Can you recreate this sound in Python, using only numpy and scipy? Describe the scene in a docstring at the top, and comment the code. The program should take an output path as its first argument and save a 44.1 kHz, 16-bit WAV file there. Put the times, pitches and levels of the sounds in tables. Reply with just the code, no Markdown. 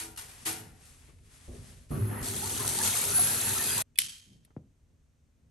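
"""A tiled bathroom: a tap is opened over an empty tub. A few splashes (shaped drop noise over tub modes),
valve hiss (coloured noise), pipe knocks (low noise and sines), then the stream: drumming resonances that
settle into a bright, gurgling splatter of ringing bubbles and drops; then a cut to a quieter scene with one
sharp click as of a switch (noise bursts, ringing modes, grainy tail) and a soft bump on wood (falling sines)."""
import sys
import numpy as np
from scipy import signal
from scipy.fft import rfft, irfft, next_fast_len
from scipy.io import wavfile

SR = 44100
rng = np.random.default_rng(int(sys.argv[2]) if len(sys.argv) > 2 else 0)


def dump(signal):
    """Clip the signal to [-1, 1] and save it as 16-bit WAV at the path in sys.argv[1]."""
    limited = np.clip(np.atleast_2d(signal).T, -1, 1)
    pcm = np.round(limited * 32767).astype(np.int16)
    wavfile.write(sys.argv[1], SR, pcm)


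N = 242550
T = np.arange(N) / SR

# House rumble and air spectra. Each row: frequency in Hz, level in dB.
RUMBLE_COLOUR = [(12, -37), (20, -9), (76, 1), (125, -8.5), (161, -7.5), (189, -23.5), (236, -11.5),
                 (343, -24.5), (410, -20.5), (700, -33.5), (910, -56.5), (1540, -120)]
AIR_COLOUR = [(290, -30.5), (500, -5.5), (2530, -11), (5090, -15), (6030, -10), (10100, -20.5),
              (11800, -19), (15000, -35.5)]
AIR_DB = -80.5
TUB_RUMBLE_DB, QUIET_RUMBLE_DB = -57.5, -64.5  # before and after the cut
RUMBLE_WAVER_DB, RUMBLE_WAVER_HZ = 1.0, 5.7
# Soft low rustles of handling. Each row: start in seconds, length in seconds, level in dB.
HANDLING = [(0.4, 0.5, -56), (3.986, .17, -58), (4.256, 0.27, -62)]
# Rustle spectrum. Each row: frequency in Hz, level in dB.
HANDLING_COLOUR = [(110, 2.5), (170, 4.5), (350, -9.5), (700, -24.5)]

# Soft bumps on wood. Each row: start in seconds, thud level in dB, thud t60 in seconds, tap level in dB.
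BUMPS = [(4.476, -70, .02, -54), (4.504, -52, 0.03, -47), (4.565, -23, 0.05, -45), (4.575, -37, 0.022, -52)]

# Clicks of the switch: lever press, contacts, an echo and later faint ticks.
# Each row: start in seconds, level in dB, t60 in seconds.
CLICKS = [(3.957, -50, 0.021), (3.976, -42, 0.037), (3.9869, -5, 0.0074), (3.9885, -9.5, 0.0082),
          (3.9921, -20.5, 0.011), (4.018, -26, 0.02), (4.183, -50, .025), (4.449, -56, 0.035)]
# Click and room tail spectra. Each row: frequency in Hz, level in dB.
CLICK_COLOUR = [(180, -43), (300, -23), (842, -34.5), (2170, -6), (2570, -6.5), (2880, -4.5), (5520, -9.5),
                (6100, -16), (6620, -15), (11100, -2.5), (16000, -32.5)]
TAIL_COLOUR = [(410, -64), (700, -32), (1700, -15.5), (3070, -6), (5800, -5), (7100, -9.5), (8920, -9),
               (10100, -8.5), (11000, 0), (12500, -23.5), (14000, -91)]
# Modes of the pressed lever, re LEVER_DB, and of the switch plate.
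# Each row: frequency in Hz, level in dB, t60 in seconds.
LEVER_MODES = [(1860, -11.5, 0.032), (2570, 9, 0.044), (2920, -7, .03), (3424, 7.5, 0.049),
               (4065, -12.5, .025), (4650, -7.5, 0.03), (7660, -13, .025), (10540, -10, .012)]
PLATE_MODES = [(3020, -43.5, 0.4), (3190, -45.5, 0.68), (3130, -42.5, 0.67), (4590, -48.5, .42),
               (5400, -48.5, .4), (6350, -48.5, 0.53), (6550, -48.5, 0.69), (7760, -48, 0.6),
               (9800, -39, .3)]
LEVER_S, LEVER_DB, SNAP_RISE_S, TAIL_DB = 3.957, -52, 0.0005, -32.5

# Fingers shifting on the handle. Each row: start in seconds, level in dB, t60 in seconds.
GRIPS = [(1.018, -60, 0.15), (1.074, -63, 0.27), (1.184, -63, .05)]
# Handle resonances. Each row: frequency in Hz, width in Hz, level in dB.
HANDLE_MODES = [(470, 98, -9), (935, 110, -5), (1290, 83, -4), (2300, 720, 6)]

# Dull knocks of pipe and tub. Each row: start in seconds, level in dB, t60 in seconds, top edge in Hz.
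KNOCKS = [(1.08, -53, 0.17, 1500), (1.477, -44.5, 1, 730), (1.58, -46, 1, 292), (1.908, -34.5, .5, 1390),
          (2.221, -38.5, 0.35, 503)]
# Knock spectrum. Each row: frequency in Hz, level in dB.
KNOCK_COLOUR = [(24, -37), (40, 1.5), (141, -6.5), (251, -16), (383, -6), (460, -14), (586, -13),
                (843, -25.5), (1040, -22), (1180, -11), (1500, -41), (1950, -63), (3300, -120)]
# Shell modes that boom under heavy slugs of water.
# Each row: start in seconds, frequency in Hz, level in dB, t60 in seconds.
BOOM = [(1.478, 245, -48, 1), (1.48, 405, -49, .7), (1.906, 369, -35, 0.21), (1.915, 137.8, -27.5, 0.43),
        (1.96, 171.4, -32, .22), (2.003, 106.2, -18, 0.45), (2.224, 255.9, -37, .17), (3.045, 406, -35, .3)]

# Lone splashes in the tub.
# Each row: start in seconds, level in dB, rise in seconds, t60 in seconds, wall ring level in dB.
SPLASHES = [(0.0, -36.5, 0.0001, 0.36, -48), (0.161, -45, .001, 0.033, -80),
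            (0.173, -39.5, 0.0009, 0.43, -85), (0.28, -55.5, 0.0022, 0.53, -63),
            (0.4516, -27, 0.0093, 0.41, -40)]
# Spectra of the splash and of the tub hollow humming on. Each row: frequency in Hz, level in dB.
SPLASH_COLOUR = [(350, -47), (600, -16.5), (900, -9.5), (1530, -8), (2270, -7), (4580, -8.5), (8620, -9),
                 (10200, -7.5), (11300, -1.5), (16000, -60)]
HOLLOW_COLOUR = [(105, 6), (150, 2), (260, -14), (420, -3), (600, -7), (790, -1), (1000, -11.5),
                 (1900, -6.5), (3000, -14)]
# Tub wall modes, re the wall ring. Each row: frequency in Hz, level in dB, t60 in seconds.
WALL_MODES = [(105.4, -4, 0.94), (239, -10, 0.96), (327.4, 3, 0.54), (370, -26, 0.96), (426.5, -2, 0.66),
              (468, -7, 0.62), (571, -14, 0.66), (696, -10.5, 0.62), (760, -3, 0.64), (878, -11.5, 0.61),
              (950, -7, 0.56), (1400, -7, 0.64)]
HOLLOW_DB, HOLLOW_T60_S = -19, 0.9  # level re the splash

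# Valve hiss at each turn of the handle.
# Each row: start in seconds, end in seconds, level in dB, rise in seconds.
TURNS = [(0.283, 0.43, -53.5, 0.075), (0.73, 1.052, -64, 0.057), (1.222, 1.741, -63, 0.05),
         (1.889, 2.225, -58.5, 0.013)]
# Valve hiss spectrum. Each row: frequency in Hz, level in dB.
VALVE_COLOUR = [(240, -27.5), (400, -9.5), (655, 3.5), (906, 2), (1010, 3.5), (8630, 2), (10200, -1),
                (11200, 8), (11800, -7.5), (12300, -28.5), (16000, -35.5)]
VALVE_RELEASE_S, SEEP_DB = 0.059, -72  # the hiss dies after a turn, down to a steady seep
FLUTTER_DB, FLUTTER_HZ = 2.25, 4.8  # unsteady flow through the valve

# Hollow resonances of the spout. Each row: frequency in Hz, width in Hz, level in dB.
SPOUT_MODES = [(1796, 110, -1), (2028, 87, -2), (2525, 250, 2), (3470, 140, -3), (4166, 50, -6),
               (4640, 53, -20.5), (6280, 30, -7), (6560, 150, -13)]
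SPOUT_IN_HISS_DB = -12.5  # re the hiss
SPOUT_START_DB, SPOUT_END_DB = -63.5, -43.5  # under the stream, first and last
# Hiss and thin whistles of the spout. Each row: frequency in Hz, width in Hz, level in dB.
WHISTLE_MODES = [(11110, 28, 1), (11600, 50, -11), (4255, 62, -20), (2610, 180, -17), (9500, 710, -6.5),
                 (11150, 600, 1.5)]
WHISTLE_DB, WHISTLE_GROWTH_DB_PER_S = -34.5, 13  # grows until the flare, then holds
FLARE_S, FLARE_LENGTH_S, FLARE_DB = 3.14, 0.12, 2.5
# Thin notes of the spout. Each row: start in seconds, length in seconds, frequency in Hz, level in dB.
NOTES = [(3.148, 0.12, 10640, -27), (3.183, 0.21, 11140, -27), (3.39, 0.19, 11120, -38),
         (3.62, 0.22, 4850, -44.5), (3.701, 0.12, 4850, -40)]
NOTE_WAVER_HZ, NOTE_FLUTTER_DB = 34, 3

OPEN_S, SPRAY_S, CUT_S, CUT_FADE_S = 1.905, 2.225, 3.821, 0.002  # stream lands, sprays, is cut off
# Tub shell under the stream. 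Each row: frequency in Hz, width in Hz, level in dB.
TUB_MODES = [(68.6, 20, -7.5), (100.9, 9.8, 0), (148.3, 25, -4), (206.8, 4.5, -6), (246, 16, -6),
             (313.5, 22.5, -8.5), (371.9, 6.5, -6.5), (410, 11, -6), (444, 130, -15)]
# Bare shell drums harder until a water film cushions it; the drumming then fades slightly.
DRUM_DB, BARE_SHELL_DB, CUSHION_S, DRUM_FADE_DB_PER_S = -42, 6.5, 0.28, 0.5
# Froth and spray grow with the puddle, from dry to full level.
PUDDLE_S = 0.86
FROTH_DRY_DB, FROTH_FULL_DB = -63, -54.5
SPRAY_DRY_DB, SPRAY_FULL_DB = -46.5, -36.5
WANDER_DB, WANDER_HZ = 1.5, 12  # the jet wanders, trading drumming for froth
# Surges of the jet. Each row: start in seconds, length in seconds, froth change in dB, spray change in dB.
SURGES = [(2.083, 0.23, 5.5, 10), (2.589, 0.13, 5, -0.5), (2.825, 0.097, 3, 6), (2.951, 0.089, 1.5, 4),
          (3.178, 0.26, 3, 1.5), (3.77, 0.057, 1.5, 0)]
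# Froth and spray spectra. Each row: frequency in Hz, level in dB.
BUBBLE_COLOUR = [(260, -33), (450, 5.5), (501, 0), (539, -4.5), (701, -1.5), (912, 0.5), (1090, -2),
                 (1320, 2), (2100, -4.5), (2500, -7), (3200, -14.5), (4160, -25), (7040, -120)]
SPRAY_COLOUR = [(1060, -34.5), (1800, -10), (2300, -13), (4210, -6.5), (5100, -10.5), (6240, -5.5),
                (9000, -6), (10000, -5), (10800, -2.5), (11400, -3), (13800, -24), (15100, -29.5),
                (16000, -24.5)]
# Big drops slapping the tub. Each row: start in seconds, level in dB, t60 in seconds.
SLAPS = [(0.852, -59, 0.48), (1.70, -62.5, 0.063), (1.769, -60, 0.026), (2.213, -42.5, 0.031),
         (2.227, -39.5, 0.046), (2.258, -38, 0.062), (2.285, -28.5, 0.025), (2.362, -34, 0.078),
         (2.576, -26.5, .015), (2.677, -17.5, 0.013), (2.689, -28, 0.065), (2.749, -29.5, 0.03),
         (2.787, -24, 0.026), (2.835, -24, 0.025), (2.875, -24.5, 0.071), (2.952, -27, 0.016),
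         (3.039, -24, 0.024), (3.227, -30, .03), (3.236, -27, 0.044), (3.271, -24.5, 0.049),
         (3.441, -29, .02), (3.492, -25, 0.028), (3.672, -25.5, 0.024), (3.779, -25, 0.024)]
# Air pockets. Each row: start in seconds, length in seconds, start pitch in Hz, end pitch in Hz,
# level in dB, share that breaks into small bubbles (0-1).
GURGLES = [(2.109, 0.15, 1750, 1985, -46, 0.8), (2.115, .1, 1160, 1350, -47, 0.7),
           (2.424, .052, 771, 1163, -36.5, 0.4), (2.578, 0.062, 1127, 1340, -43.5, .95),
           (2.601, 0.033, 1040, 1015, -38.5, .3), (2.745, 0.067, 1830, 1800, -47, .4),
           (2.781, 0.039, 798, 980, -34, 0.6), (2.815, 0.067, 882, 860, -38, 0.92),
           (2.81, 0.013, 1680, 1830, -33.5, 0), (2.825, 0.083, 1950, 1750, -46, 0.96),
           (2.894, 0.035, 1445, 1460, -45, 0.1), (2.937, 0.012, 2130, 2350, -33, 0.84),
           (3.016, 0.011, 2270, 2307, -33.5, 0.1), (3.093, 0.075, 1270, 1464, -39, 0.9),
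           (3.151, 0.053, 1597, 1366, -36.5, .7), (3.18, .026, 1330, 1000, -35.5, 0.9),
           (3.183, 0.026, 705, 740, -33, .35), (3.223, 0.13, 1590, 1655, -42.5, 0.4),
           (3.314, 0.12, 1333, 1350, -43.5, 0.92), (3.433, 0.2, 906, 942, -46, .3),
           (3.441, 0.11, 1790, 1820, -41.5, 0.86), (3.47, 0.056, 1507, 1560, -38.5, 0.84),
           (3.555, 0.045, 1293, 1420, -39, 0.5), (3.582, 0.073, 1775, 1826, -37.5, 0.3),
           (3.66, .12, 1470, 1660, -40.5, 0.98), (3.702, .016, 3340, 3300, -32.5, 0.2),
           (3.731, 0.074, 2580, 2680, -39, .95), (3.769, 0.034, 898, 1125, -33, 0.86),
           (3.816, 0.01, 1825, 1890, -41, 0.5)]
GURGLE_WOBBLE = 0.019  # pitch wobble, as a share
SHED_PER_S, SHED_SPREAD_OCTAVES, SHED_CYCLES = 220, 0.11, 11  # small bubbles shed by a pocket

# Microphone pair. Each row: frequency in Hz, left-right likeness, left minus right in dB at full lean,
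# presence in dB.
PAIR = [(39.7, .8, -1, -1), (101.1, 1, 0.5, 0.5), (218.6, 0.65, -2, -0.5), (409.4, .6, 1, -2),
        (1500, 0.2, 4, -2), (4107, 0.57, 2.5, -2), (6080, 0.48, 8.5, -2), (7810, 0.47, 1.5, -0.5),
        (8530, 1, 0.5, 2.5), (10660, 1, 0, 5.5), (11220, 0.87, -0.5, -0.5), (12400, 0.91, 0.5, -0.5),
        (13670, 0.45, -0.5, -6)]
TWIST_HZ, TWIST_WIDTH_HZ = 10225, 1780
BATHROOM_T60_S, CUTOFF_HZ = 0.62, 15900


def from_db(db):
    """Decibels to gain."""
    return 10 ** (np.asarray(db) / 20)


def rms_one(x):
    """Scale to unit power."""
    return x / np.sqrt(np.mean(x ** 2) + 1e-20)


def after(start_s, rise_s):
    """Smooth step from 0 to 1 that begins at start_s."""
    return 1 - np.exp(-np.maximum(T - start_s, 0) / rise_s)


def blow(start_s, rise_s, t60_s):
    """Envelope that rises at start_s and dies away."""
    return after(start_s, rise_s) * from_db(-60 * np.clip((T - start_s) / t60_s, 0, 4))


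def swell(start_s, length_s):
    """Arch from 0 to 1 and back, quicker up than down."""
    return np.sin(np.pi * np.sqrt(np.clip((T - start_s) / length_s, 0, 1)))


def noise():
    """White noise as a (mid, side) pair."""
    return rng.standard_normal((2, N))


def drift(rate_hz):
    """Slow random signal of spread 1: two-pole smoothed noise at SR / 40, interpolated."""
    r = np.exp(-80 * np.pi * rate_hz / SR)
    white = rng.standard_normal(N // 40 + 2002)
    slow = signal.lfilter([1], [1, -2 * r, r * r], white)[2000:]
    return np.interp(np.arange(N) / 40, np.arange(len(slow)), rms_one(slow))


def lowpass(x, order, edge_hz):
    """Butterworth low-pass."""
    return signal.sosfilt(signal.butter(order, edge_hz, fs=SR, output="sos"), x)


def colour(x, spectrum, size=8192):
    """Minimum-phase filter of unit power gain that follows a spectrum and falls steeply beyond its ends."""
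    hz, db = np.transpose(spectrum)
    octave = np.log2(np.maximum(np.fft.rfftfreq(size, 1 / SR), 1))
    knots = np.log2(hz)
    outside = np.abs(octave - np.clip(octave, knots[0], knots[-1]))
    gain_db = np.interp(octave, knots, db) - 24 * np.minimum(outside, 2)
    cepstrum = irfft(np.log(from_db(gain_db)))[:size // 2]
    cepstrum[0] = 0
    response = irfft(np.exp(rfft(2 * cepstrum, size)))
    response /= np.linalg.norm(response)
    return signal.fftconvolve(x, response[None], axes=1)[:, :N]


def resonate(x, hz, width_hz):
    """One two-pole resonance, output at unit power."""
    r = np.exp(-np.pi * width_hz / SR)
    poles = [1, -2 * r * np.cos(2 * np.pi * hz / SR), r * r]
    return rms_one(signal.lfilter([1, 0, -1], poles, x + 1e-18))


def body(x, modes):
    """Resonances driven together with alternating sign, at unit power."""
    return rms_one(sum(from_db(db) * resonate(x, hz, width_hz) * (-1) ** k
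                       for k, (hz, width_hz, db) in enumerate(modes)))


def struck(start_s, level_db, modes, waver, rise_s):
    """Modes rung by one blow, each from its own direction, wavering at random in level and phase."""
    age = np.maximum(T - start_s, 0)
    out = np.zeros((2, N))
    for (hz, mode_db, t60_s), bearing in zip(modes, rng.normal(0, 1.0, len(modes))):
        level = from_db(level_db + mode_db) * blow(start_s, rise_s, t60_s) * (1 + waver * drift(24))
        out += np.outer([1, bearing], level * np.sin(2 * np.pi * hz * age + waver * drift(25)))
    return out


def drops(per_s, spread_db):
    """Random impacts of uneven size, each from its own direction, at unit power."""
    at = rng.integers(0, N, 40000)[:int(per_s * N / SR)]
    size, bearing = rng.random((40000, 2))[:len(at)].T
    gain = from_db(spread_db * np.minimum(-np.log(1 - size), 5))
    out = np.zeros((2, N))
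    out[:, at] = gain * [np.cos(2 * np.pi * bearing), np.sin(2 * np.pi * bearing)]
    return rms_one(out)


def room(x, t60_s, treble_t60_s, wet_db):
    """Add a diffuse noise tail whose treble dies sooner."""
    t, white = T[:SR], rng.standard_normal((2, SR))
    low = lowpass(white, 2, 5000)
    high = signal.sosfilt(signal.butter(2, 5000, "high", fs=SR, output="sos"), white)
    tail = low * from_db(-60 * t / t60_s) - high * from_db(-60 * t / treble_t60_s)
    tail *= t > 0.005
    tail /= np.linalg.norm(tail, axis=1, keepdims=True)
    return x + from_db(wet_db) * signal.fftconvolve(x, tail, axes=1)[:, :N]


def tub_echoes(x, strength, count=7):
    """Hard tub sides return the sound within 1-9 ms and ripple its spectrum."""
    lags = (rng.uniform(0.001, 0.009, count) * SR).astype(int)
    echoes = sum(np.pad(x, ((0, 0), (lag, 0)))[:, :N] * (-1) ** k for k, lag in enumerate(lags))
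    return (x + strength * echoes) / np.sqrt(1 + count * strength ** 2)


def background():
    """Slowly wavering house rumble, handling rustles and faint air, all coloured noise."""
    rumble_db = np.where(T < CUT_S, TUB_RUMBLE_DB, QUIET_RUMBLE_DB)
    rumble_db = rumble_db + RUMBLE_WAVER_DB * drift(RUMBLE_WAVER_HZ)
    rumble = from_db(rumble_db) * colour(noise(), RUMBLE_COLOUR)
    rustle = sum(from_db(db) * swell(s, length_s) for s, length_s, db in HANDLING)
    air = from_db(AIR_DB) * colour(noise(), AIR_COLOUR)
    return rumble + rustle * colour(noise(), HANDLING_COLOUR) + air


def bump(top_hz, low_hz, glide_s):
    """Light tap, then bending waves in a board: the high ones arrive first, so each thud falls in pitch."""
    out = np.zeros((2, N))
    for s, thud_db, t60_s, tap_db in BUMPS:
        hz = low_hz + top_hz / (1 + np.maximum(T - s, 0) / glide_s)
        phase = 2 * np.pi * np.cumsum((T > s) * hz) / SR
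        thud = blow(s, 0.0041, t60_s) * np.sin(phase) * [[1], [0.3]]
        tap = lowpass(blow(s, 0.00023, t60_s=0.058) * noise(), 2, 1000)
        out += from_db(thud_db) * thud + from_db(tap_db) * tap
    tail = room(out, t60_s=0.36, treble_t60_s=0.2, wet_db=-10) - out
    return out + lowpass(tail, 1, 450)


def switch():
    """Lever is pressed, a spring snaps over, contacts bounce; the room answers with grainy reflections."""
    bursts = sum(from_db(db) * blow(s, SNAP_RISE_S, t60_s) for s, db, t60_s in CLICKS)
    clicks = colour(bursts * np.sign(noise()), CLICK_COLOUR)
    snap_s = max(CLICKS, key=lambda row: row[1])[0]  # loudest click
    diffuse = colour(drops(per_s=2400, spread_db=0.8), TAIL_COLOUR)
    dull = lowpass(diffuse, 1, 4500)
    tail = dull * blow(snap_s, 0.0038, t60_s=0.63) + (diffuse - dull) * blow(snap_s, 0.0036, t60_s=0.4)
    lever = struck(LEVER_S, LEVER_DB, LEVER_MODES, waver=0.18, rise_s=0.0012)
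    plate = struck(snap_s, 0, PLATE_MODES, waver=0.3, rise_s=0.0096)
    return lever + plate + clicks + from_db(TAIL_DB + 1.0 * drift(45)) * tail


def handle():
    """Cross handle clacks lightly as fingers shift on it: noise bursts through its resonances."""
    grips = sum(from_db(db) * blow(s, 0.0023, t60_s) for s, db, t60_s in GRIPS)
    return grips * body(noise(), HANDLE_MODES)


def knocks():
    """Surges thud in the pipe and on the shell, whose low modes boom on."""
    thud, out = colour(noise(), KNOCK_COLOUR), np.zeros((2, N))
    for s, db, t60_s, edge_hz in KNOCKS:
        out += lowpass(from_db(db) * blow(s, 0.0035, t60_s) * thud, 4, edge_hz)
    for s, hz, db, t60_s in BOOM:
        out[0] += from_db(db) * blow(s, 0.016, t60_s) * np.sin(2 * np.pi * hz * (T - s))
    return out


def splashes():
    """Slugs of water shatter into drops and set the wall and the hollow of the tub ringing."""
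    burst = sum(from_db(db) * blow(s, rise_s, t60_s) for s, db, rise_s, t60_s, _ in SPLASHES)
    shatter = colour(burst * drops(per_s=9000, spread_db=1.0), SPLASH_COLOUR)
    ringing = sum(struck(s, ring_db, WALL_MODES, waver=0.42, rise_s=0.028)
                  for s, _, _, _, ring_db in SPLASHES)
    hum = sum(from_db(db + HOLLOW_DB) * blow(s, 0.032, HOLLOW_T60_S) for s, db, *_ in SPLASHES)
    return tub_echoes(shatter, strength=0.17) + ringing + hum * colour(noise(), HOLLOW_COLOUR)


def valve():
    """Water squeezes unsteadily through the barely open seat and sounds the spout resonances."""
    turning = sum(from_db(db) * after(start_s, rise_s) * (1 - after(end_s, VALVE_RELEASE_S))
                  for start_s, end_s, db, rise_s in TURNS)
    flow = (turning + from_db(SEEP_DB)) * from_db(FLUTTER_DB * drift(FLUTTER_HZ))
    hiss = colour(noise(), VALVE_COLOUR)
    return flow * (hiss + from_db(SPOUT_IN_HISS_DB) * body(noise(), SPOUT_MODES))


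def whistles():
    """Spout rings under the stream; its hiss grows and flares once; thin wavering notes come and go."""
    hiss_db = WHISTLE_DB - WHISTLE_GROWTH_DB_PER_S * np.maximum(FLARE_S - T, 0)
    hiss_db += FLARE_DB * swell(FLARE_S, FLARE_LENGTH_S)
    notes = np.zeros(N)
    for s, length_s, hz, note_db in NOTES:
        phase = 2 * np.pi * np.cumsum(hz + NOTE_WAVER_HZ * drift(60)) / SR
        notes += from_db(note_db + NOTE_FLUTTER_DB * drift(40)) * swell(s, length_s) * np.sin(phase)
    spout_db = np.interp(T, [OPEN_S, CUT_S], [SPOUT_START_DB, SPOUT_END_DB])
    ringing = from_db(spout_db) * body(noise(), SPOUT_MODES)
    return from_db(hiss_db) * body(noise(), WHISTLE_MODES) + np.outer([1, 0.4], notes) + ringing


def ring_bubbles(birth_s, hz, gain, bearing, cycles, size):
    """Each bubble rings for some cycles and rises a little in pitch as it dies; unit energy in all."""
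    turns = hz * np.arange(size) / SR
    life = turns / cycles
    tone = np.sin(2 * np.pi * turns * (1 + 0.024 * np.minimum(life, 5)))
    wave = gain * np.sqrt(hz) * np.exp(-life) * tone * np.linspace(1, 0, size)
    at = ((birth_s * SR).astype(int) + np.arange(size)).ravel()
    out = np.array([np.bincount(at, (wave * np.cos(bearing - turn)).ravel(), N)[:N]
                    for turn in (0, np.pi / 2)])
    return out / np.linalg.norm(out)


def bubbles(low_hz, high_hz, cycles, spread_db, count, size):
    """Bubbles of all sizes, born at random while the stream runs; unit power over that time."""
    birth, pitch, strength, bearing = rng.random((count, 4)).T[:, :, None]
    gain = from_db(spread_db * np.minimum(-np.log(1 - strength), 4))
    running_s = CUT_S - OPEN_S
    hz = low_hz * (high_hz / low_hz) ** pitch
    ringing = ring_bubbles(OPEN_S + birth * running_s, hz, gain, 2 * np.pi * bearing, cycles, size)
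    return np.sqrt(2 * running_s * SR) * ringing


def gurgles(count=64):
    """Trapped air pockets ring and glide as they change size, shedding small bubbles of nearly their pitch."""
    out, wobble = np.zeros((2, N)), 1 + GURGLE_WOBBLE * drift(120)
    bearings = rng.uniform(-0.71, 0.37, len(GURGLES))
    for (s, length_s, start_hz, end_hz, db, broken), bearing in zip(GURGLES, bearings):
        at = int(s * SR) + np.arange(int(length_s * SR))
        broken = np.clip(broken, 0, 1)
        phase = 2 * np.pi * np.cumsum(np.geomspace(start_hz, end_hz, len(at)) * wobble[at]) / SR
        whole = np.sqrt(1 - broken ** 2) * swell(s, length_s)[at] * np.sin(phase)
        out[:, at] += np.outer([1, bearing], from_db(db) * whole)

        shed = rng.uniform(-1, 1, (count, 3))[:2 + int(length_s * SHED_PER_S)]
        jitter, detune, scatter = shed.T[:, :, None]
        along = (np.arange(len(jitter))[:, None] + (1 + jitter) / 2) / (len(jitter) + 1)
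        hz = start_hz * (end_hz / start_hz) ** along * 2 ** (SHED_SPREAD_OCTAVES * detune)
        small = ring_bubbles(s + along * length_s, hz, np.sin(np.pi * along), bearing + scatter,
                             SHED_CYCLES, size=2048)
        out += from_db(db) * broken * np.sqrt(len(at)) / 2 * small
    return out


def jet():
    """Gains of drumming, froth and spray as the puddle builds and the jet wanders and surges."""
    age = np.maximum(T - OPEN_S, 0)
    puddle, wander_db = np.minimum(age / PUDDLE_S, 1), WANDER_DB * drift(WANDER_HZ)
    drum_db = DRUM_DB + BARE_SHELL_DB * np.exp(-age / CUSHION_S) - DRUM_FADE_DB_PER_S * age + wander_db
    froth_db = FROTH_DRY_DB + (FROTH_FULL_DB - FROTH_DRY_DB) * puddle - wander_db / 2
    spray_db = SPRAY_DRY_DB + (SPRAY_FULL_DB - SPRAY_DRY_DB) * puddle
    for s, length_s, more_froth_db, more_spray_db in SURGES:
        surge = swell(s, length_s)
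        froth_db = froth_db + more_froth_db * surge
        spray_db = spray_db + more_spray_db * surge
    return from_db(drum_db), from_db(froth_db), from_db(spray_db)


def stream():
    """Jet drums on the shell, beats bubbles into the puddle and throws spray and fizz."""
    drum_gain, froth_gain, spray_gain = jet()
    running = after(OPEN_S, rise_s=0.0034)
    shell = drum_gain * running * body(drops(per_s=900, spread_db=0.5), TUB_MODES)

    churn = bubbles(462.4, 3355, cycles=6.5, spread_db=0.7, count=2200, size=1024)
    churn += from_db(-2.5) * drops(per_s=2500, spread_db=3.5)
    churn += from_db(-10) * bubbles(500, 2400, cycles=13, spread_db=2.0, count=130, size=2048)  # ring longer
    froth = colour(froth_gain * running * churn, BUBBLE_COLOUR)

    fizz = bubbles(2204, 12000, cycles=12, spread_db=3.5, count=2500, size=512)
    splatter = drops(per_s=6700, spread_db=2.5) + from_db(-5.5) * fizz
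    splatter *= from_db(0.48 * drift(32)) * spray_gain * after(SPRAY_S, rise_s=0.012)
    slaps = sum(from_db(db) * blow(s, 0.00067, t60_s) for s, db, t60_s in SLAPS) * noise()
    spray = tub_echoes(colour(splatter + slaps, SPRAY_COLOUR), strength=0.06)

    pockets = room(gurgles(), BATHROOM_T60_S, treble_t60_s=0.45, wet_db=-9)
    splashing = room(froth + spray, BATHROOM_T60_S, treble_t60_s=0.48, wet_db=-7.0)
    return shell + running * whistles() + pockets + splashing


def microphones(pair, lean):
    """Mid and side to left and right; in the top treble the two ports swing through opposite phase."""
    size = next_fast_len(N + 4096)
    hz = np.maximum(np.fft.rfftfreq(size, 1 / SR), 1)
    knots, *columns = np.transpose(PAIR)
    alike, tilt_db, presence_db = [np.interp(np.log(hz), np.log(knots), c) for c in columns]
    alike, sides = np.clip(alike, -0.998, 0.998), np.array([[1], [-1]])
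    mid, side = rfft(pair, size)
    ports = np.sqrt(1 + alike) * mid + sides * np.sqrt(1 - alike) * side
    ports /= np.sqrt(1 + np.abs(alike))
    twist = np.pi * (1 + np.clip((hz - TWIST_HZ) / TWIST_WIDTH_HZ, -1, 1))
    ports[0] *= np.exp(1j * twist)
    return irfft(ports * from_db(presence_db + sides * lean * tilt_db / 2), size)[:, :N]


def scene():
    """Water, a little to the left, is cut off, tail and all; the other sounds lie nearly straight ahead."""
    water = splashes() + valve() + handle() + knocks() + stream()
    water *= 1 - after(CUT_S, CUT_FADE_S)
    quiet = background() + bump(top_hz=2370, low_hz=45.04, glide_s=0.0004) + switch()
    return microphones(water, lean=0.86) + microphones(quiet, lean=0.13)


def record(dry):
    """Cut the top steeply."""
    return signal.sosfilt(signal.ellip(10, 0.1, 80, CUTOFF_HZ, fs=SR, output="sos"), dry)


dry = scene()
out = record(dry)
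dump(out)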